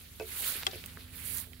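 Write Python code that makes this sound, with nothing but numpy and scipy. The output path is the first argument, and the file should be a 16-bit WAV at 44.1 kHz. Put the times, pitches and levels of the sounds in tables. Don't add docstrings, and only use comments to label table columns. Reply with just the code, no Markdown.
import sys
import numpy as np
from scipy import signal
from scipy.fft import rfft, irfft
from scipy.io import wavfile

SR = 44100
rng = np.random.default_rng(int(sys.argv[2]) if len(sys.argv) > 2 else 0)


def file_out(sig):
    cols = np.atleast_2d(sig).T
    lim = np.clip(cols, -1, 1)
    pcm = np.round(lim * 32767).astype(np.int16)
    wavfile.write(sys.argv[1], SR, pcm)


N = 70560
T = np.arange(N) / SR
HZ = np.maximum(np.arange(N // 2 + 1) * SR / N, 1)
CUTOFF_HZ = 15750

# (time [s], level before the layer trim [dB], right minus left before shading [dB])
SEED_HEAD_SWEEPS = [(0, -56, -1), (.1, -59.5, 0), (.25, -54.5, -0.5), (.31, -45, 2.5), (.39, -40.5, 4.5),
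                    (.47, -33, 7.5), (.57, -42, 4.5), (.615, -46.5, 2), (.69, -53.5, -1), (.82, -56, 0.5),
                    (.98, -60, 8), (1.09, -65, 11), (1.15, -51.5, 9), (1.29, -40.5, 11), (1.39, -38, 9),
                    (1.445, -54.5, 11), (1.485, -62, 19), (1.6, -65, 7)]
# (time [s], level before the layer trim [dB], right minus left before shading [dB])
BLADE_RUBS = [(0, -56, 9), (.11, -62.5, 7.5), (.25, -54.5, 4), (.3, -48, 12), (.39, -45.5, 6),
              (.47, -40, 7.5), (.57, -42.5, 8.5), (.65, -49.5, 5), (.72, -50, 3), (.81, -53, 6.5),
              (.88, -53.5, 3), (.94, -55.5, 10), (1.0, -53.5, 5.5), (1.09, -60, 6.5), (1.15, -52.5, 6.5),
              (1.37, -45.5, 17), (1.44, -50, 13), (1.49, -62.5, 8.5), (1.6, -59.5, 15)]
# (frequency [Hz], density per Hz [dB])
SEED_HEAD_COLOUR = [(3000, -24), (5800, -8.5), (7200, -7), (8400, -7.5), (9500, -2.5), (11000, 0.5),
                    (12500, 0), (15500, -2.5)]
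BLADE_COLOUR = [(250, -5.5), (450, -3), (800, -7), (1100, -2.5), (1500, 1.5), (2100, 2), (3000, 2),
                (4300, 2.5), (5500, -3), (9000, -37)]
WIND_COLOUR = [(20, -46), (35, -17), (60, -3), (85, 6), (115, 0.5), (220, -3), (300, -10), (500, -15.5),
               (900, -24), (2000, -40.5), (6000, -22.5), (15000, -17)]
# (frequency [Hz], likeness [0-1])
GRASS_LIKENESS = [(300, 0.95), (1000, 0.51), (2500, 0.26), (5000, 0.06), (9000, 0.1), (15000, 0)]
WIND_LIKENESS = [(60, 0.89), (250, 0.63), (1000, 0.2), (4000, 0.067), (15000, .05)]
# (frequency [Hz], extra right minus left [dB])
SIDE_SHADE = [(1400, -5), (2100, 0), (3500, -2.5), (4700, -4), (5600, -14), (6400, -9.5), (7600, -1),
              (9000, 6.5), (11000, 4), (12800, 0), (15500, 2)]
# (time [s], level before the low cut and pan [dB])
WIND_LEVEL = [(0, -56), (.5, -58.5), (.8, -52.5), (1.12, -56.5), (1.33, -50.5), (1.6, -60)]
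# (frequency before wander [Hz], rms level before swell, waver and pan [dB])
HUM_TONES = [(47.2, -64), (70.8, -56.5), (83.3, -62), (94.4, -59), (118, -71.5), (141.6, -70), (165.6, -66),
             (250.4, -63.5)]
# (time [s], level change per octave above the lowest tone, before scaling [dB])
HUM_SWELL = [(0, -3), (.35, -2.5), (.7, -0.5), (1.35, 1), (1.6, -0.5)]
# (time [s], peak before trim and pan [dB], centre [Hz], width [octaves],
# right minus left [dB])
STALK_TICKS = [(.1985, -32, 2940, 1.9, 9), (.2225, -39, 2900, 0.96, -20), (0.4845, -22, 10700, 0.33, 3),
               (.566, -24.5, 11500, 0.48, 7), (0.6266, -33, 1980, 1.5, -3), (.6332, -24.5, 1740, 2.3, 10),
               (.713, -32, 2200, 2.6, -3), (0.734, -34.5, 2900, 0.32, 12), (.8398, -31.5, 2420, 1.4, 13),
               (.8605, -25, 12000, 0.77, 8), (.861, -34.5, 2520, 1.8, 18), (.9725, -35.5, 1240, 0.92, 1.5),
               (1.373, -21, 9900, 1.14, 13), (1.384, -21.5, 10000, 3, 5), (1.4015, -24, 10800, .8, 14),
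               (1.533, -38, 2830, 0.88, 27)]
# (time [s], click strength before dulling [dB], low-pass cutoff [Hz])
KNOCK_CONTACTS = [(0.1999, -35.5, 1800), (0.2091, -36.5, 1500), (.2135, -40.5, 1540), (.2272, -43, 610),
                  (.555, -43, 450), (0.679, -45.5, 1200), (.7322, -43, 1100), (0.7397, -36.5, 340),
                  (.757, -40, 404), (0.838, -53, 900), (.972, -51.5, 1180), (1.471, -55.5, 1000),
                  (1.52, -57.5, 900)]
# (frequency [Hz], mean strength [dB], time to fall 60 dB [s])
KNOCK_MODES = [(375.6, -7, 0.29), (439.4, -3.5, 0.13), (528, -6, 0.073), (591, -3, 0.06),
               (655, -10.5, 0.088), (706, -11.5, 0.11), (900, -6.5, 0.022), (1150, -16, 0.054),
               (1483, -5.5, 0.051), (2300, -12, 0.078), (2570, -4, 0.078)]
# (time at left [s], strength [dB], right minus left [dB])
SNAP_STAGES = [(.6672, -17, -5), (.6685, -25, 5), (.6731, -30, 5)]
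# (frequency [Hz], strength within a stage [dB], time to fall 60 dB [s])
STEM_MODES = [(382, -20.5, 0.18), (768, -18.5, 0.12), (1180, -13, 0.052), (1400, -12.5, 0.031),
              (2060, -7.5, 0.024), (2780, -4.5, .022), (3333, 3, 0.018), (4065, -7, 0.017),
              (4830, -6, 0.0082), (5155, -10.5, 0.0086), (7370, -10.5, 0.0025)]

BRUSH_TRIM_DB, BRUSH_GRAINS_PER_S, BRUSH_SPREAD_DB, BRUSH_SMOOTH = 2.5, 4300, 1, 0.46
RUB_TRIM_DB, RUB_GRAINS_PER_S, RUB_SPREAD_DB, RUB_SMOOTH = 1.5, 2300, 2.5, 0.74
HUM_WAVER_DB, HUM_WANDER_SHARE, HUM_SWELL_SCALE, HUM_PHASE_RAD = 1.05, .004, 1, 0.14
WIND_LOW_CUT_HZ = 26
TICK_DECAY_S, TICK_TAIL_S, TICK_TAIL_DB = 0.00062, 0.0052, -6.5
TICK_TRIM_DB, TICK_LIKENESS = 2, 0.56
TICK_EDGE = 2.4
KNOCK_VARY_DB, KNOCK_LOW_CUT_HZ = 3.1, 364
SNAP_LAG_S, CRACK_DB, CRACK_DECAY_S, CRACK_LOW_CUT_HZ = 0.0003885, -4, 0.00051, 3470
SCATTER_DB, SCATTER_DECAY_S, SCATTER_LOW_HZ, SCATTER_HIGH_HZ = -10.5, 0.0084, 1100, 5900


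def from_db(db):
    return 10 ** (np.asarray(db) / 20)


def rms_one(x):
    return x / np.sqrt(np.mean(x ** 2) + 1e-20)


def in_time(rows):
    times, *columns = np.transpose(rows)
    return [np.interp(T, times, column) for column in columns]


def at_hz(points, hz):
    table_hz, values = np.transpose(points)
    return np.interp(np.log(hz), np.log(table_hz), values)


def pan(side_db):
    gains = from_db(np.array([[-.5], [.5]]) * side_db)
    return gains / np.sqrt(np.mean(gains ** 2, axis=0))


def butter(x, hz, kind, order=2):
    edges = np.clip(hz, 10, .47 * SR)
    return signal.sosfilt(signal.butter(order, edges, kind, fs=SR, output="sos"), x + 1e-18)


def drift(rate_hz):
    pole = np.exp(-80 * np.pi * rate_hz / SR)
    noise = rng.standard_normal(N // 40 + 2002)
    slow = signal.lfilter([1], [1, -2 * pole, pole * pole], noise)[2000:]
    return np.interp(np.arange(N) / 40, np.arange(len(slow)), rms_one(slow))


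def click(s):
    return 1.0 * (np.arange(N) == int(s * SR))


def dying(s, decay_s):
    return (T >= s) * np.exp(-np.abs(T - s) / decay_s)


def ring(x, hz, t60):
    radius = from_db(-60 / (t60 * SR))
    angle = 2 * np.pi * hz / SR
    return signal.lfilter([0, np.sin(angle)], [1, -2 * radius * np.cos(angle), radius * radius], x + 1e-18)


def stereo(pair, likeness):
    alike = np.clip(likeness, -1, 1)
    middle = np.sqrt(1 + alike) * pair[0]
    sides = np.sqrt(1 - alike) * pair[1] * np.array([[1], [-1]])
    return middle + sides


def coloured(pair, colour, likeness, side_db, patchy_db):
    image = stereo(rfft(pair), at_hz(likeness, HZ))
    spectrum = image * from_db(at_hz(colour, HZ)) * pan(side_db)
    centres = np.geomspace(60, 16000, 16)
    out = 0
    for weights in np.eye(len(centres)):
        window = np.interp(np.log(HZ), np.log(centres), weights) * (HZ < CUTOFF_HZ + 500)
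        band = irfft(spectrum * window, N)
        out = out + from_db(patchy_db * drift(16.7)) * band
    return rms_one(out)


def friction(grains_per_s, spread_db, smooth):
    sizes = from_db(spread_db * np.minimum(rng.exponential(1, N), 6))
    grains = sizes * (rng.random(N) < grains_per_s / SR)
    share = np.clip(smooth, 0, 1)
    return np.sqrt(share + (1 - share) * rms_one(grains) ** 2) * rng.standard_normal((2, N))


def seed_heads():
    db, side_db = in_time(SEED_HEAD_SWEEPS)
    slips = friction(BRUSH_GRAINS_PER_S, BRUSH_SPREAD_DB, BRUSH_SMOOTH)
    swish = coloured(slips, SEED_HEAD_COLOUR, GRASS_LIKENESS, at_hz(SIDE_SHADE, HZ), patchy_db=1.9)
    return from_db(BRUSH_TRIM_DB + db) * pan(side_db) * swish


def blades():
    db, side_db = in_time(BLADE_RUBS)
    slips = friction(RUB_GRAINS_PER_S, RUB_SPREAD_DB, RUB_SMOOTH)
    rustle = coloured(slips, BLADE_COLOUR, GRASS_LIKENESS, at_hz(SIDE_SHADE, HZ), patchy_db=2.43)
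    return from_db(RUB_TRIM_DB + db) * pan(side_db) * rustle


def hum():
    (swell_db,) = in_time(HUM_SWELL)
    lowest_hz = HUM_TONES[0][0]
    out = 0
    for hz, db in HUM_TONES:
        cycles = np.cumsum(hz * (1 + HUM_WANDER_SHARE * drift(3.8))) / SR + rng.random()
        apart = HUM_PHASE_RAD / 2 * drift(3.5) * np.array([[1], [-1]])
        swelling = swell_db * HUM_SWELL_SCALE * np.log2(hz / lowest_hz)
        level = db + swelling + HUM_WAVER_DB * drift(1.8)
        out = out + np.sqrt(2) * from_db(level) * np.sin(2 * np.pi * cycles + apart)
    return pan(3.0) * out


def wind():
    (db,) = in_time(WIND_LEVEL)
    noise = rng.standard_normal((2, N))
    rumble = from_db(db) * coloured(noise, WIND_COLOUR, WIND_LIKENESS, side_db=0, patchy_db=0.1)
    return pan(3.0) * butter(rumble, WIND_LOW_CUT_HZ, "high")


def ticks():
    out = 0
    for s, db, hz, octaves, side_db in STALK_TICKS:
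        shape = dying(s, TICK_DECAY_S) + from_db(TICK_TAIL_DB) * dying(s, TICK_TAIL_S)
        crackle = stereo(rng.standard_normal((2, N)), TICK_LIKENESS) * shape
        edge = TICK_EDGE * np.sqrt(TICK_DECAY_S * SR) * click(s)
        band_hz = hz * 2 ** (octaves * np.array([-.5, .5]))
        burst = butter(edge + crackle, band_hz, "band")
        out = out + from_db(TICK_TRIM_DB + db) * pan(side_db) * burst / np.abs(burst).max()
    return out


def knocks():
    contacts = np.array([from_db(db) * butter(click(s), hz, "low") for s, db, hz in KNOCK_CONTACTS])
    variation = rng.standard_normal((len(KNOCK_CONTACTS), len(KNOCK_MODES), 2))
    strengths = from_db(KNOCK_VARY_DB * variation)
    body = 0
    for k, (hz, db, t60) in enumerate(KNOCK_MODES):
        drive = strengths[:, k].T @ contacts
        body = body + from_db(db) * ring(drive, hz, t60)
    return pan(4.0) * butter(body, KNOCK_LOW_CUT_HZ, "high", order=3)


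def snap():
    out = 0
    for s, db, side_db in SNAP_STAGES:
        rings = 0
        for hz, level, t60 in STEM_MODES:
            rings = rings + from_db(level) * butter(ring(click(s), hz, t60), hz / 2, "high")
        crack_noise = rng.standard_normal((2, N)) * dying(s, CRACK_DECAY_S)
        crack = butter(crack_noise, CRACK_LOW_CUT_HZ, "high")
        scatter_noise = rng.standard_normal((2, N)) * dying(s, SCATTER_DECAY_S)
        scatter = butter(scatter_noise, [SCATTER_LOW_HZ, SCATTER_HIGH_HZ], "band")
        stage = rings + from_db(CRACK_DB) * crack + from_db(SCATTER_DB) * scatter
        out = out + from_db(db) * pan(side_db) * stage
    left, right = out
    return np.array([left, np.interp(T - SNAP_LAG_S, T, right)])


def scene():
    return seed_heads() + blades() + hum() + wind() + ticks() + knocks() + snap()


def record(dry):
    return signal.sosfilt(signal.ellip(12, .2, 70, CUTOFF_HZ, fs=SR, output="sos"), dry)


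dry = scene()
out = record(dry)
file_out(out)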